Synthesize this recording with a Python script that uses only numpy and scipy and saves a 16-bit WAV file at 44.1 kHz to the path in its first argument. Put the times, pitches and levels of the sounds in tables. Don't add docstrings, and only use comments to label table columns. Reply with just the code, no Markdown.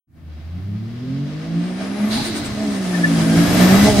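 import sys
import numpy as np
from scipy import signal
from scipy.fft import rfft, irfft, next_fast_len
from scipy.io import wavfile
from scipy.ndimage import map_coordinates

SR = 44100
rng = np.random.default_rng(int(sys.argv[2]) if len(sys.argv) > 2 else 0)


def bounce(signal):
    frames = np.transpose(np.atleast_2d(signal))
    limited = np.clip(frames, -1, 1)
    pcm = np.round(limited * 32767).astype(np.int16)
    wavfile.write(sys.argv[1], SR, pcm)


N = 176400

# time in seconds, level in dB.
WIND_LEVEL = [(.07, -49), (.6, -41.5), (2.05, -43.5), (2.17, -31), (3.05, -43.5), (3.22, -30.5), (4, -20)]
# time in seconds, body level in dB, treble level in dB.
RUSH_LEVELS = [(.07, -66.5, -82), (.28, -52, -58), (.7, -47.5, -53.5), (1.1, -46, -48.5),
               (1.45, -39, -44.5), (2.04, -30, -39), (2.52, -33, -40), (3, -29.5, -36), (3.42, -23, -30.5),
               (3.6, -19.5, -26.5), (3.77, -17, -27.5), (3.86, -21, -24), (3.94, -28.5, -30),
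               (4, -24.5, -24.5)]
# frequency in Hz, relative density in dB.
WIND_SPECTRUM = [(15, -15), (60, -2), (130, 4.5), (700, -43.5)]
BODY_SPECTRUM = [(40, -16), (250, 7.5), (480, -3.5), (660, 1.5), (950, -9.5), (1300, -6.5), (1520, -9),
                 (1900, -8.5), (2400, -10), (5000, -57)]
TREBLE_SPECTRUM = [(1500, -2.5), (2800, 0.5), (5300, 0), (7000, -4), (9500, -7), (12500, -18),
                   (15500, -21.5)]
VENT_SPECTRUM = [(300, -10), (2200, 1.5), (3200, 0), (4100, 10.5), (5200, 0), (15500, -24)]
PUFF_SPECTRUM = [(4200, -2), (7000, -7), (9000, -16), (15500, -20)]
# frequency in Hz, left-right correlation.
EAR_CORRELATION = [(30, 0), (130, 0.97), (900, 0.5), (8000, 0)]
# frequency in Hz, left minus right in dB.
PORT_BALANCE = [(150, 0), (380, -2.5), (700, 1.5), (1290, 5), (2380, 5.5), (4400, -3), (6500, -5),
                (9000, 8)]

# centre in seconds, pitch in Hz, level in dB, half length in seconds.
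BARK_AND_SQUEAL_NOTES = [(2.185, 820, -24, 0.016), (2.949, 1770, -28, 0.0092), (3.048, 1743, -10.5, 0.0061)]
BURBLE_NOTES = [(2.194, 230, -20.5, 0.027), (2.295, 344, -23, 0.017), (2.365, 315, -21, 0.015),
                (2.432, 285, -26.5, 0.048), (2.52, 130, -28, 0.024), (3.99, 390, -15, 0.025)]
# centre in seconds, level in dB, half length in seconds, chirp pitch in Hz.
VALVE_PUFFS = [(2.155, -36.5, 0.039, 9140), (2.266, -34, 0.024, 9000), (2.373, -34, 0.017, 8520),
               (2.461, -36.5, 0.011, 8130)]
# time in seconds, pitch in Hz, level in dB.
TURBO_SPOOLS = [
    [(1.5, 8060, -77), (1.62, 8450, -58.5), (1.85, 9650, -56), (2.07, 11300, -48), (2.16, 11900, -56)],
    [(2.55, 7450, -63), (2.72, 8650, -49), (2.92, 9750, -52), (3.35, 11150, -43), (3.68, 12200, -35),
     (3.86, 12300, -37)],
]

# time in seconds, turns per second.
CRANK_SPEED = [(0.1, 27.1), (0.42, 25.7), (0.72, 34.2), (1.0, 40.9), (1.55, 56.3), (2.1, 71.9),
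               (2.25, 74.2), (2.5, 68.3), (2.63, 72.2), (2.85, 61.5), (3.1, 56.0), (3.32, 54.6),
               (3.5, 58.8), (3.68, 61.6), (3.88, 71.0), (4, 67.0)]
# time in seconds, level in dB.
FIRING_LEVEL = [(0.08, -58), (0.3, -33.5), (0.55, -29.5), (0.72, -26.5), (1.04, -32.5), (1.11, -27),
                (1.24, -23.5), (1.44, -30.5), (1.57, -18), (1.69, -28), (1.97, -25.5), (2.04, -16),
                (2.17, -27.5), (2.48, -34), (2.55, -24), (2.63, -21.5), (2.79, -23.5), (2.97, -22.5),
                (3.06, -16.5), (3.33, -18), (3.38, -8.5), (3.46, -22), (3.56, -18.5), (3.66, -11),
                (3.84, -11.5), (3.94, -23.5), (4, -10.5)]
OVERTONE_LEVEL = [(0.08, -56), (0.49, -42), (0.57, -30.5), (0.65, -40), (0.75, -30.5), (0.86, -37.5),
                  (1.05, -37), (1.26, -31.5), (1.37, -43), (1.56, -31.5), (1.85, -33.5), (2.1, -32),
                  (2.52, -42), (2.68, -27), (2.92, -30), (3.25, -21), (3.55, -21), (3.75, -27)]
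GROWL_LEVEL = [(.1, -60), (1, -46.5), (2.05, -41.5), (2.5, -56), (2.6, -36), (2.95, -41), (3.58, -31),
               (3.8, -30.5), (3.885, -18.5), (3.95, -24.5)]
# frequency in Hz, gain in dB.
SILENCER_RESPONSE = [(125, -20.5), (175, 0), (230, 0), (285, 2.5), (325, -12.5), (460, -27)]
# multiples of crank speed, then their relative gains in dB.
WHINE_MULTIPLES = [29, 58, 88]
WHINE_GAINS_DB = [-10, -16, -16.5]
OVERTONE_MULTIPLES = [4, 5, 6]
OVERTONE_GAINS_DB = [-1.5, -2, 1]
GROWL_MULTIPLES = [6, 9, 10, 11, 12]
GROWL_GAINS_DB = [-0.5, -1, -9.5, -10.5, -4.5]

TIME_S = np.arange(N) / SR
NEAR_S = 2.89
NEARNESS = np.minimum(TIME_S / NEAR_S, 1) ** 2


def amp(db):
    return 10 ** (np.asarray(db) / 20)


def unit_rms(x):
    return x / np.sqrt(np.mean(np.abs(x) ** 2) + 1e-20)


def at_hz(table, hz):
    knots_hz, values = np.transpose(table)
    return np.interp(np.log(hz + 1), np.log(knots_hz + 1), values)


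def curves(table):
    knots_s, *columns = np.transpose(table)
    return [np.interp(TIME_S, knots_s, column) for column in columns]


def wobble(rate_hz):
    return map_coordinates(rng.standard_normal(4096), [TIME_S * rate_hz], mode='wrap')


def bell(centre_s, db, half_s):
    return amp(db) * np.exp(-.5 * ((TIME_S - centre_s) / half_s) ** 2)


def filtered(x, response):
    size = next_fast_len(N + SR // 2)
    return irfft(rfft(x, size) * response(np.fft.rfftfreq(size, 1 / SR)), size)[..., :N]


def stereo_noise(spectrum):
    def mid_side_gains(hz):
        spread = np.arccos(np.clip(at_hz(EAR_CORRELATION, hz), -1, 1)) / 2
        return amp(at_hz(spectrum, hz)) * [np.cos(spread), np.sin(spread)]
    mid, side = filtered(rng.standard_normal((2, N)), mid_side_gains)
    return np.array([mid + side, mid - side]) / np.std(mid)


def fuzzy_tone(hz, width_hz):
    i, q = filtered(rng.standard_normal((2, 2, N)), lambda f: 1 / (1 + (f / width_hz) ** 2))
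    phase = 2 * np.pi * np.cumsum(hz * np.ones(N)) / SR
    return unit_rms(i * np.cos(phase) + q * np.sin(phase))


def crank_angle(jitter=0.00466):
    crank_hz, = curves(CRANK_SPEED)
    return 2 * np.pi * np.cumsum(crank_hz * (1 + jitter * wobble(40))) / SR


def engine_order(phase, rough, rate_hz, wide):
    shake = lambda: wobble(rate_hz) + 1j * wobble(rate_hz)
    modulation = 1 + rough * shake() + wide * shake() * np.array([[1], [-1]])
    carrier = np.exp(1j * (phase + rng.uniform(0, 2 * np.pi)))
    return unit_rms(np.real(modulation * carrier))


def wind():
    db, = curves(WIND_LEVEL)
    return amp(db) * stereo_noise(WIND_SPECTRUM)


def street(x, scatter_db=-9, decay_s=0.016, highpass_hz=756):
    delay_s = TIME_S[:SR // 10]
    impulse = rng.standard_normal((2, len(delay_s))) * np.exp(-delay_s / decay_s)
    scatter = signal.fftconvolve(x, impulse / np.linalg.norm(impulse[0]), axes=1)[:, :N]
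    return x + amp(scatter_db) * filtered(scatter, lambda hz: hz ** 2 / (hz ** 2 + highpass_hz ** 2))


def rush(angle, throb_depth=0.052, flicker_db=0.94, far_corner_hz=5600):
    body_db, treble_db = curves(RUSH_LEVELS)
    throb = unit_rms(1 + throb_depth * np.cos(3 * angle) + throb_depth / 2 * np.cos(angle))
    bright = stereo_noise(TREBLE_SPECTRUM)
    dull = filtered(bright, lambda hz: 1 / (1 + (hz / far_corner_hz) ** 6))
    treble = dull + (0.03 + 0.96 * NEARNESS) * (bright - dull)
    flicker = amp(flicker_db * wobble(22.12))
    return throb * flicker * (amp(body_db) * stereo_noise(BODY_SPECTRUM) + amp(treble_db) * treble)


def whines(angle):
    _, treble_db = curves(RUSH_LEVELS)
    partials = sum(amp(db) * engine_order(k * angle, rough=.7, rate_hz=50, wide=.5)
                   for k, db in zip(WHINE_MULTIPLES, WHINE_GAINS_DB))
    return amp(treble_db) * NEARNESS * partials


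def bark_and_squeals():
    return sum(bell(centre_s, db, half_s) * fuzzy_tone(hz, width_hz=27)
               for centre_s, hz, db, half_s in BARK_AND_SQUEAL_NOTES)


def burble():
    return sum(bell(centre_s, db, half_s) * fuzzy_tone(hz, width_hz=32)[0]
               for centre_s, hz, db, half_s in BURBLE_NOTES)


def blow_off(start_s=2.095, attack_s=.03, vent_db=-27.5, fall_db_per_s=37, chirp_db=-2):
    age_s = np.maximum(TIME_S - start_s, 0)
    envelope = np.minimum(age_s / attack_s, 1) * amp(vent_db - fall_db_per_s * age_s)
    out = envelope * stereo_noise(VENT_SPECTRUM)
    air = stereo_noise(PUFF_SPECTRUM)
    for centre_s, db, half_s, hz in VALVE_PUFFS:
        chirp = amp(chirp_db) * fuzzy_tone(hz, width_hz=780)
        out += bell(centre_s, db, half_s) * (air + chirp)
    return out


def turbo():
    out = np.zeros((2, N))
    for spool in TURBO_SPOOLS:
        hz, db = curves(spool)
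        spooling = (TIME_S > spool[0][0]) & (TIME_S < spool[-1][0])
        out += spooling * amp(db) * fuzzy_tone(hz, width_hz=240)
    return out


def exhaust(angle, waver_db=1.84):
    crank_hz, = curves(CRANK_SPEED)
    firing_db, = curves(FIRING_LEVEL)
    overtone_db, = curves(OVERTONE_LEVEL)
    growl_db, = curves(GROWL_LEVEL)
    out = amp(firing_db) * engine_order(3 * angle, rough=.2, rate_hz=26, wide=.1)
    for k, gain_db in zip(OVERTONE_MULTIPLES, OVERTONE_GAINS_DB):
        db = overtone_db + gain_db + at_hz(SILENCER_RESPONSE, k * crank_hz) + waver_db * wobble(10)
        out += amp(db) * engine_order(k * angle, rough=.27, rate_hz=25, wide=.12)
    for k, gain_db in zip(GROWL_MULTIPLES, GROWL_GAINS_DB):
        db = growl_db + gain_db + at_hz(BODY_SPECTRUM, k * crank_hz)
        out += amp(db) * engine_order(k * angle, rough=.7, rate_hz=45, wide=.35)
    return out


def scene():
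    angle = crank_angle()
    car = exhaust(angle) + whines(angle) + rush(angle) + turbo()
    car += blow_off() + burble() + bark_and_squeals()
    return street(car) + wind()


def record(dry):
    start_s, fade_s, ceiling, top_hz = 0.069, 0.098, .95, 15750
    faded = dry * np.clip((TIME_S - start_s) / fade_s, 0, 1)
    coloured = filtered(faded, lambda hz: amp(at_hz(PORT_BALANCE, hz) * np.array([[.5], [-.5]])))
    rounded = coloured / (1 + (coloured / ceiling) ** 8) ** (1 / 8)
    return filtered(rounded, lambda hz: hz < top_hz)


dry = scene()
out = record(dry)
bounce(out)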